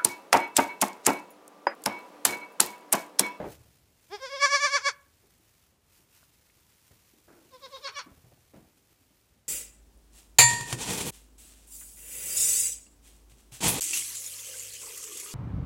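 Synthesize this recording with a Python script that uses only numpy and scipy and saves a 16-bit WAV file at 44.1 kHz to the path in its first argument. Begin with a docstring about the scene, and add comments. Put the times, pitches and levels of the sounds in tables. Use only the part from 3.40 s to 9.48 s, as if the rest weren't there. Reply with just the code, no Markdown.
"""Two goat kids bleat in a small wooden pen bedded with straw, one close by, then one further back.
By the source-filter principle, pulses of the vocal folds excite the resonances of throat and nose.
Each bleat is a chain of throbs in which the pitch sags, crests and drops while the mouth opens.
Knocks, ticks, low thuds and one soft grunt-like sound die away as damped resonances.
Soft steps fall at random, and the straw rustles over a low rumble."""
import sys
import numpy as np
from scipy import signal
from scipy.fft import rfft, irfft
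from scipy.io import wavfile
from scipy.ndimage import uniform_filter1d

SR = 44100
rng = np.random.default_rng(int(sys.argv[2]) if len(sys.argv) > 2 else 0)


def dump_mix(stems):
    """Bounce the given channels to the path in sys.argv[1] as a 16-bit WAV at rate SR."""
    frames = np.atleast_2d(stems).T  # one column per channel
    limited = np.clip(frames, -1, 1)  # hard clip at full scale
    pcm = np.round(limited * 32767).astype(np.int16)
    wavfile.write(sys.argv[1], SR, pcm)


N = 268128

# Knocks, ticks and low thuds in the pen, and a soft low grunt-like sound near 4.7 s:
# start_s, level_db, pitch_hz, t60_s
PEN_SOUNDS = [ (0, -38, 175, 0.23), (.01, -48.5, 66, 0.71), (0, -31.5, 543, 0.19), (.038, -35.5, 785, 0.11),
              (.056, -38.5, 434, 0.22), (.087, -51, 122, 0.88), (1.835, -63.5, 400, 0.23),
              (2.828, -54.5, 1280, .025), (3.098, -55.5, 2104, 0.023), (3.509, -52.5, 100.7, 0.12),
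              (3.735, -61, 340, 0.38), (3.877, -53, 324, 1), (3.881, -60, 1410, 0.54),
              (4.662, -49.5, 262.2, 0.22), (4.714, -52, 85.4, 0.18), (4.773, -53, 87, 0.162),
              (4.84, -54.5, 121, 0.99), (4.919, -61, 597, .12), (5.135, -54, 526, 0.17),
              (5.138, -52.5, 283, 0.55), (5.156, -52.5, 151, 0.36)]
# Noise spectra of crushed bedding, rumble and rustling straw: frequency_hz, relative_density_db
SCUFF_SPECTRUM = [(60, -10.5), (150, -1.5), (450, 1), (820, -3), (1150, -11), (2200, -16.5), (3500, -28.5),
                  (8000, -39.5), (15000, -53)]
RUMBLE_SPECTRUM = [(20, -20), (45, -3), (80, 0.5), (140, -6), (260, -10.5), (600, -15.5), (1500, -23),
                   (4000, -26.5), (8000, -27.5), (15000, -34)]
STRAW_SPECTRUM = [(530, -35.5), (900, -4.5), (1040, -3.5), (1590, -3), (2520, -1), (3520, -3), (5930, -2.5),
                  (13100, -4), (15300, -2.5)]
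# Envelope of the rustle: time_s, relative_level_db
STRAW_ENVELOPE = [(0.0, -78.5), (0.13, -61), (0.17, -73), (0.52, -80), (0.66, -72.5), (1.47, -78),
                  (2.24, -76), (2.39, -89.5), (2.56, -71), (2.68, -81.5), (2.76, -67.5), (2.88, -76.5),
                  (3.74, -73), (3.77, -76.5), (4.42, -70), (4.47, -75.5), (5.86, -79), (6.08, -89)]
# Throbs of each bleat: centre_s, peak_db, fall_db, crest_hz, drop_hz, opening_fraction
NEAR_BLEAT = [ (0.742, -35.5, 18, 419, 395.5, 0.04), (0.842, -36.5, 5.5, 545.4, 495.7, .15),
              (.945, -35, 3.5, 567, 519.7, 0), (1.041, -18, 10.5, 579.5, 525.4, .95),
              (1.146, -20, 10, 580, 529.7, 0.8), (1.249, -21, 10, 589.2, 519, .85),
              (1.355, -21.5, 14, 579.2, 456, 0.8), (1.473, -22, 14, 572.7, 424.5, 0.8)]
FAR_BLEAT = [ (4.150, -49, 17, 515, 489.6, 0.068), (4.249, -43, 16, 540.5, 490, 0.095),
             (4.350, -41, 10.2, 537.2, 458.2, 0.025), (4.463, -35, 5.2, 547.2, 454.8, 0.34),
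             (4.581, -35.5, 6.5, 567, 445.6, .75)]
# Pitch contour about a throb's centre: lead_in_s, sag_s, crest_s, crest_end_s, drop_s, drop_end_s
PITCH_OFFSETS = [-.040, -.020, .002, .010, .028, .043]
# Rasp contour about a throb's centre: start_s, full_s, easing_s, end_s
RASP_OFFSETS = [.004, .016, .03, .055]
# Level contour about a throb's centre: lead_in_s, peak_start_s, peak_end_s, trail_s, trough_s
LEVEL_OFFSETS = [-0.041, -0.0098, .013, 0.031, .052]
# Opening pitch scoop, timed from the first throb's centre: start_s, end_s
SCOOP_OFFSETS = [-.040, -.015]
# Formants of throat and nose: centre_hz, bandwidth_hz, shut_gain_db, open_gain_db
NEAR_FORMANTS = [(444.6, 430, 0.5, -5.5), (810, 230, -6.5, -27), (1073, 260, -8, 2), (1430, 310, -29, 3.5),
                 (1710, 330, -11.5, -5), (2260, 240, -8, 0), (2788, 85, -22, -24.5), (3455, 410, -11, -13),
                 (4477, 320, -25.5, -8), (5130, 670, -11, -11.5), (5720, 600, -27.5, -11.5),
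                 (6400, 700, -48, -18.5), (7200, 770, -35.5, -20), (8770, 800, -39.5, -29),
                 (10135, 1000, -46.5, -35)]
FAR_FORMANTS = [(472.6, 200, 1, -12), (1030, 220, -0.5, 4.5), (1426, 390, -22.5, 2.5),
                (2280, 510, -18, -2.5), (2990, 230, -28.5, -11), (3380, 270, -11, -6),
                (3802, 360, -6.5, -21), (4360, 260, -10.5, 3), (5050, 570, -13, -19.5),
                (5573, 580, -20.5, -7.5), (6550, 750, -32.5, -16.5), (8650, 1400, -37.5, -28.5)]

TOP_HZ = 15400


def undb(db):
    """Amplitude ratio: a factor of ten for every 20 dB."""
    return np.exp(np.asarray(db) * (np.log(10) / 20))


def unit(x):
    """Normalisation to an rms of 1."""
    return x / np.sqrt(np.mean(x ** 2))


def decay(t, t60):
    """Exponential damping: 60 dB in t60 seconds."""
    return np.exp(-np.log(1000) * t / t60)


def curve(times, values, smooth_s=0.014):
    """Linear interpolation, its corners rounded by a moving average."""
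    line = np.interp(np.arange(N) / SR, np.ravel(times), np.ravel(values))
    return uniform_filter1d(line, max(1, int(smooth_s * SR)))


def drift(rate_hz):
    """Random modulation of rms 1, interpolated between Gaussian values."""
    knots = rng.standard_normal(int(N / SR * rate_hz) + 2)
    return unit(np.interp(np.arange(N) / SR * rate_hz, np.arange(len(knots)), knots))


def frequencies(size=4096):
    """Fourier frequency grid on which filter gains are given."""
    return np.maximum(np.arange(size // 2 + 1) * SR / size, 1)


def shape(x, gain):
    """Minimum-phase filtering: folding the cepstrum makes the response causal."""
    cepstrum = irfft(np.log(gain + 1e-6))
    half = len(cepstrum) // 2
    cepstrum[1:half] *= 2
    cepstrum[half + 1:] = 0
    response = irfft(np.exp(rfft(cepstrum)))[:half]
    return signal.fftconvolve(x, response)[:len(x)]


def resonance(hz, width_hz):
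    """Lorentzian gain curve of a resonance."""
    return 1 / (1 + (2 * (frequencies() - hz) / width_hz) ** 2)


def noise(spectrum):
    """Spectral shaping of white noise, scaled to rms 1."""
    hz, db = np.transpose(spectrum)
    gain = undb(np.interp(np.log(frequencies()), np.log(hz), db))
    return unit(shape(rng.standard_normal(N), gain))


def band(x, hz, kind, order=2):
    """Zero-phase low-pass or high-pass filtering."""
    return signal.sosfiltfilt(signal.butter(order, min(hz, .45 * SR), kind, fs=SR, output="sos"), x)


def damped_bursts(events, rise_s=0.0019, relative_width=0.47, scuff_hz=637):
    """Damped resonance: each knock, tick, thud or grunt-like sound is a noise band with a scuff."""
    out = np.zeros(N + SR)
    scuff = np.pad(noise(SCUFF_SPECTRUM) * undb(1.55 * drift(180)), (0, SR))
    t = np.arange(SR // 2) / SR
    for start_s, level_db, pitch_hz, t60_s in events:
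        start = max(0, int(start_s * SR))
        span = slice(start, start + len(t))
        envelope = np.minimum(t / rise_s, 1) * decay(t, t60_s)
        ringing = shape(rng.standard_normal(SR), resonance(pitch_hz, relative_width * pitch_hz))
        burst = ringing[-len(t):] * envelope
        burst *= np.std(envelope) / np.std(burst)
        scuff_db = -4.5 - 3 * abs(np.log2(pitch_hz / scuff_hz))  # deep thuds and sharp ticks scuff least
        out[span] += undb(level_db) * (burst + undb(scuff_db) * envelope * scuff[span])
    return out[:N]


def soft_steps(count=18, loudest_db=-65, spread_db=6.5, centre_hz=230, t60_s=.25):
    """A random point process: soft hoof steps, as rows like those of PEN_SOUNDS."""
    when, softness, pitch = rng.random((count, 3)).T
    pitch_hz = centre_hz * 2 ** (2 * pitch - 1)
    return np.c_[when * (N - 1) / SR, loudest_db - spread_db * softness, pitch_hz, np.full(count, t60_s)]


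def rumble(level_db=-68.5):
    """Low-frequency noise under slight amplitude modulation."""
    return noise(RUMBLE_SPECTRUM) * undb(level_db + 0.57 * drift(12))


def straw_rustle(gain_db=9.5, flicker_db=1.9):
    """Amplitude-modulated broadband noise: the hiss of the straw swells, sinks and flickers."""
    swell_db = curve(*np.transpose(STRAW_ENVELOPE)) + gain_db
    return noise(STRAW_SPECTRUM) * undb(swell_db + flicker_db * drift(300))


def throb_pitch(throbs, lead_in, sag, scoop, slack_hz=510.7):
    """Frequency modulation: each throb sags, crests and drops; the call scoops in from below."""
    centre_s, _, _, crest_hz, drop_hz, _ = np.transpose(throbs)
    end_hz = drop_hz * np.minimum(drop_hz / slack_hz, 1.02)  # slack folds keep sinking
    contour_hz = np.c_[np.outer(crest_hz, [lead_in, sag, 1, .993]), drop_hz, end_hz]
    pitch_hz = curve(centre_s[:, None] + PITCH_OFFSETS, contour_hz)
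    return pitch_hz * curve(centre_s[0] + SCOOP_OFFSETS, [1 - scoop, 1])


def throb_rasp(throbs, hoarseness):
    """Loss of tension: the deeper the pitch drops, the slacker the folds and the harsher the throb."""
    centre_s, _, _, crest_hz, drop_hz, _ = np.transpose(throbs)
    slack = np.maximum(1 - drop_hz / crest_hz, 0) ** .8
    return curve(centre_s[:, None] + RASP_OFFSETS, np.outer(hoarseness * slack, [0, 1, 1, 0]))


def throb_level(throbs, least_swell_db, period_s=0.1, fade_db_per_s=452.5, onset_db=-56.5, dip_db=2):
    """Amplitude modulation in dB: the later a throb comes, the further the voice has faded."""
    centre_s, peak_db, fall_db = np.transpose(throbs)[:3]
    trail_db = peak_db - fall_db
    faded_db = trail_db[:-1] - fade_db_per_s * (np.diff(centre_s) - period_s)
    lead_db = np.minimum(np.r_[onset_db, faded_db], peak_db - least_swell_db)
    trough_db = np.minimum(trail_db, np.r_[lead_db[1:], onset_db]) - dip_db
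    times = np.ravel(centre_s[:, None] + LEVEL_OFFSETS)
    levels = np.c_[lead_db, peak_db, peak_db, trail_db, trough_db].ravel()
    return curve(np.r_[centre_s[0] - .06, times, centre_s[-1] + .09], np.r_[-120, levels, -120])


def larynx(pitch_hz, rasp, jitter, rasp_jitter, flutter_db, blur_rad, air, rasp_air, air_hz):
    """Glottal source: harmonic pulses with a puff of air each cycle; slack folds beat unevenly."""
    wobble = (jitter + rasp_jitter * rasp ** 2) * drift(450)
    phase = 2 * np.pi * np.cumsum(pitch_hz * (1 + wobble)) / SR
    pulses = 0
    for k in range(1, 25):
        unrest = min(k / 7, 1)  # the changing pulse shape disturbs the upper partials most
        partial = np.cos(k * phase + blur_rad * unrest * drift(30)) * (k * pitch_hz < TOP_HZ)
        pulses += partial * undb(flutter_db * unrest * drift(110))
    puffs = (1 + np.cos(phase)) * band(rng.standard_normal(N), air_hz, "high", order=1)
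    return unit(pulses) + (air + rasp_air * rasp) * unit(puffs)


def vocal_tract(source, rasp, throbs, formants, gape=1.5):
    """Formant filtering: the opening mouth turns a nasal hum into a bright vowel, and gapes in a rasp."""
    centre_s, *_, mouth = np.transpose(throbs)
    hum = shape(source, sum(undb(db) * resonance(hz, width) for hz, width, db, _ in formants))
    vowel = shape(source, sum(undb(db) * resonance(hz, width) for hz, width, _, db in formants))
    opening = curve(centre_s[:, None] + [-.011, .052], np.repeat(mouth, 2))
    opening = np.clip(opening * (1 + gape * rasp), 0, 1)
    return (1 - opening) * hum + opening * vowel


def voice_colour(voice, throbs, brighten_db_per_s, pinch_treble_db, pinch_bass_db):
    """Spectral tilt at constant power: the call brightens as it goes and is pinched between throbs."""
    centre_s = np.transpose(throbs)[0]
    pinch_times = np.ravel(centre_s[:, None] + [-.04, 0, .034])
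    pinch = curve(pinch_times[1:], np.tile([1, 0, 1], len(centre_s))[1:], smooth_s=0.017)
    brighten_db = curve(centre_s, brighten_db_per_s * (centre_s - centre_s.mean()))
    treble_change = (undb(brighten_db + pinch_treble_db * pinch) - 1) * band(voice, 1800, "high")
    bass_change = (undb(pinch_bass_db * pinch) - 1) * band(voice, 600, "low", order=4)
    voice = voice + treble_change + bass_change
    power = uniform_filter1d(uniform_filter1d(voice ** 2, SR // 200), SR // 200)
    return voice / np.sqrt(power)


def near_kid():
    """Source-filter voicing with nearly periodic folds: a firm, clear bleat rising from a low hum."""
    pitch_hz = throb_pitch(NEAR_BLEAT, lead_in=1.005, sag=0.95, scoop=.24)
    rasp = throb_rasp(NEAR_BLEAT, hoarseness=1.85)
    source = larynx(pitch_hz, rasp, jitter=0.0056, rasp_jitter=.04, flutter_db=1.83, blur_rad=.3,
                    air=.08, rasp_air=.35, air_hz=1700)
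    voice = vocal_tract(source, rasp, NEAR_BLEAT, NEAR_FORMANTS)
    voice = voice_colour(voice, NEAR_BLEAT, brighten_db_per_s=5.5, pinch_treble_db=8, pinch_bass_db=-5)
    return voice * undb(throb_level(NEAR_BLEAT, least_swell_db=9))


def pen(x, early_db, tail_db, beam_hz=1500, early_t60_s=.095, low_t60_s=0.42, high_t60_s=0.15):
    """Reflection and absorption: quick echoes off the boards, then a tail whose treble straw soaks up."""
    t = np.arange(SR // 2) / SR
    early, late = rng.standard_normal((2, len(t)))
    # the mouth beams its treble at the boards
    early = band(early, beam_hz, "high", order=1) * decay(t, early_t60_s) * (t > .003)
    low_tail = band(late, 3000, "low") * decay(t, low_t60_s)
    high_tail = 0.4 * band(late, 2400, "high") * decay(t, high_t60_s)
    tail = (low_tail + high_tail) * (t > .01)
    response = (undb(early_db) * unit(early) + undb(tail_db) * unit(tail)) / np.sqrt(len(t))
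    return x + signal.fftconvolve(x, response)[:N]


def far_kid():
    """Source-filter voicing with irregular folds: a hoarser bleat, each throb sliding from above."""
    pitch_hz = throb_pitch(FAR_BLEAT, lead_in=1.15, sag=1.01, scoop=.04)
    rasp = throb_rasp(FAR_BLEAT, hoarseness=3.9)
    source = larynx(pitch_hz, rasp, jitter=.007, rasp_jitter=.11, flutter_db=4.0, blur_rad=1.1,
                    air=.15, rasp_air=0.94, air_hz=750)
    voice = vocal_tract(source, rasp, FAR_BLEAT, FAR_FORMANTS)
    voice = voice_colour(voice, FAR_BLEAT, brighten_db_per_s=8.5,
                         pinch_treble_db=-1.6, pinch_bass_db=-2.5)
    return voice * undb(throb_level(FAR_BLEAT, least_swell_db=19.5))


def scene():
    """Superposition of all sources in one channel; the further kid is the more reverberant."""
    near = pen(near_kid(), early_db=-10.5, tail_db=-30.0)
    far = pen(far_kid(), early_db=-9.5, tail_db=-21.0)
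    bursts = damped_bursts(np.r_[PEN_SOUNDS, soft_steps()])
    return (near + far + bursts + rumble() + straw_rustle())[None]


def record(dry):
    """Band limiting: the microphone loses the deepest bass and cuts the top."""
    thin = signal.sosfilt(signal.butter(2, 35, "high", fs=SR, output="sos"), dry)
    return signal.sosfilt(signal.ellip(12, .1, 80, TOP_HZ, fs=SR, output="sos"), thin)


dry = scene()
out = record(dry)
dump_mix(out)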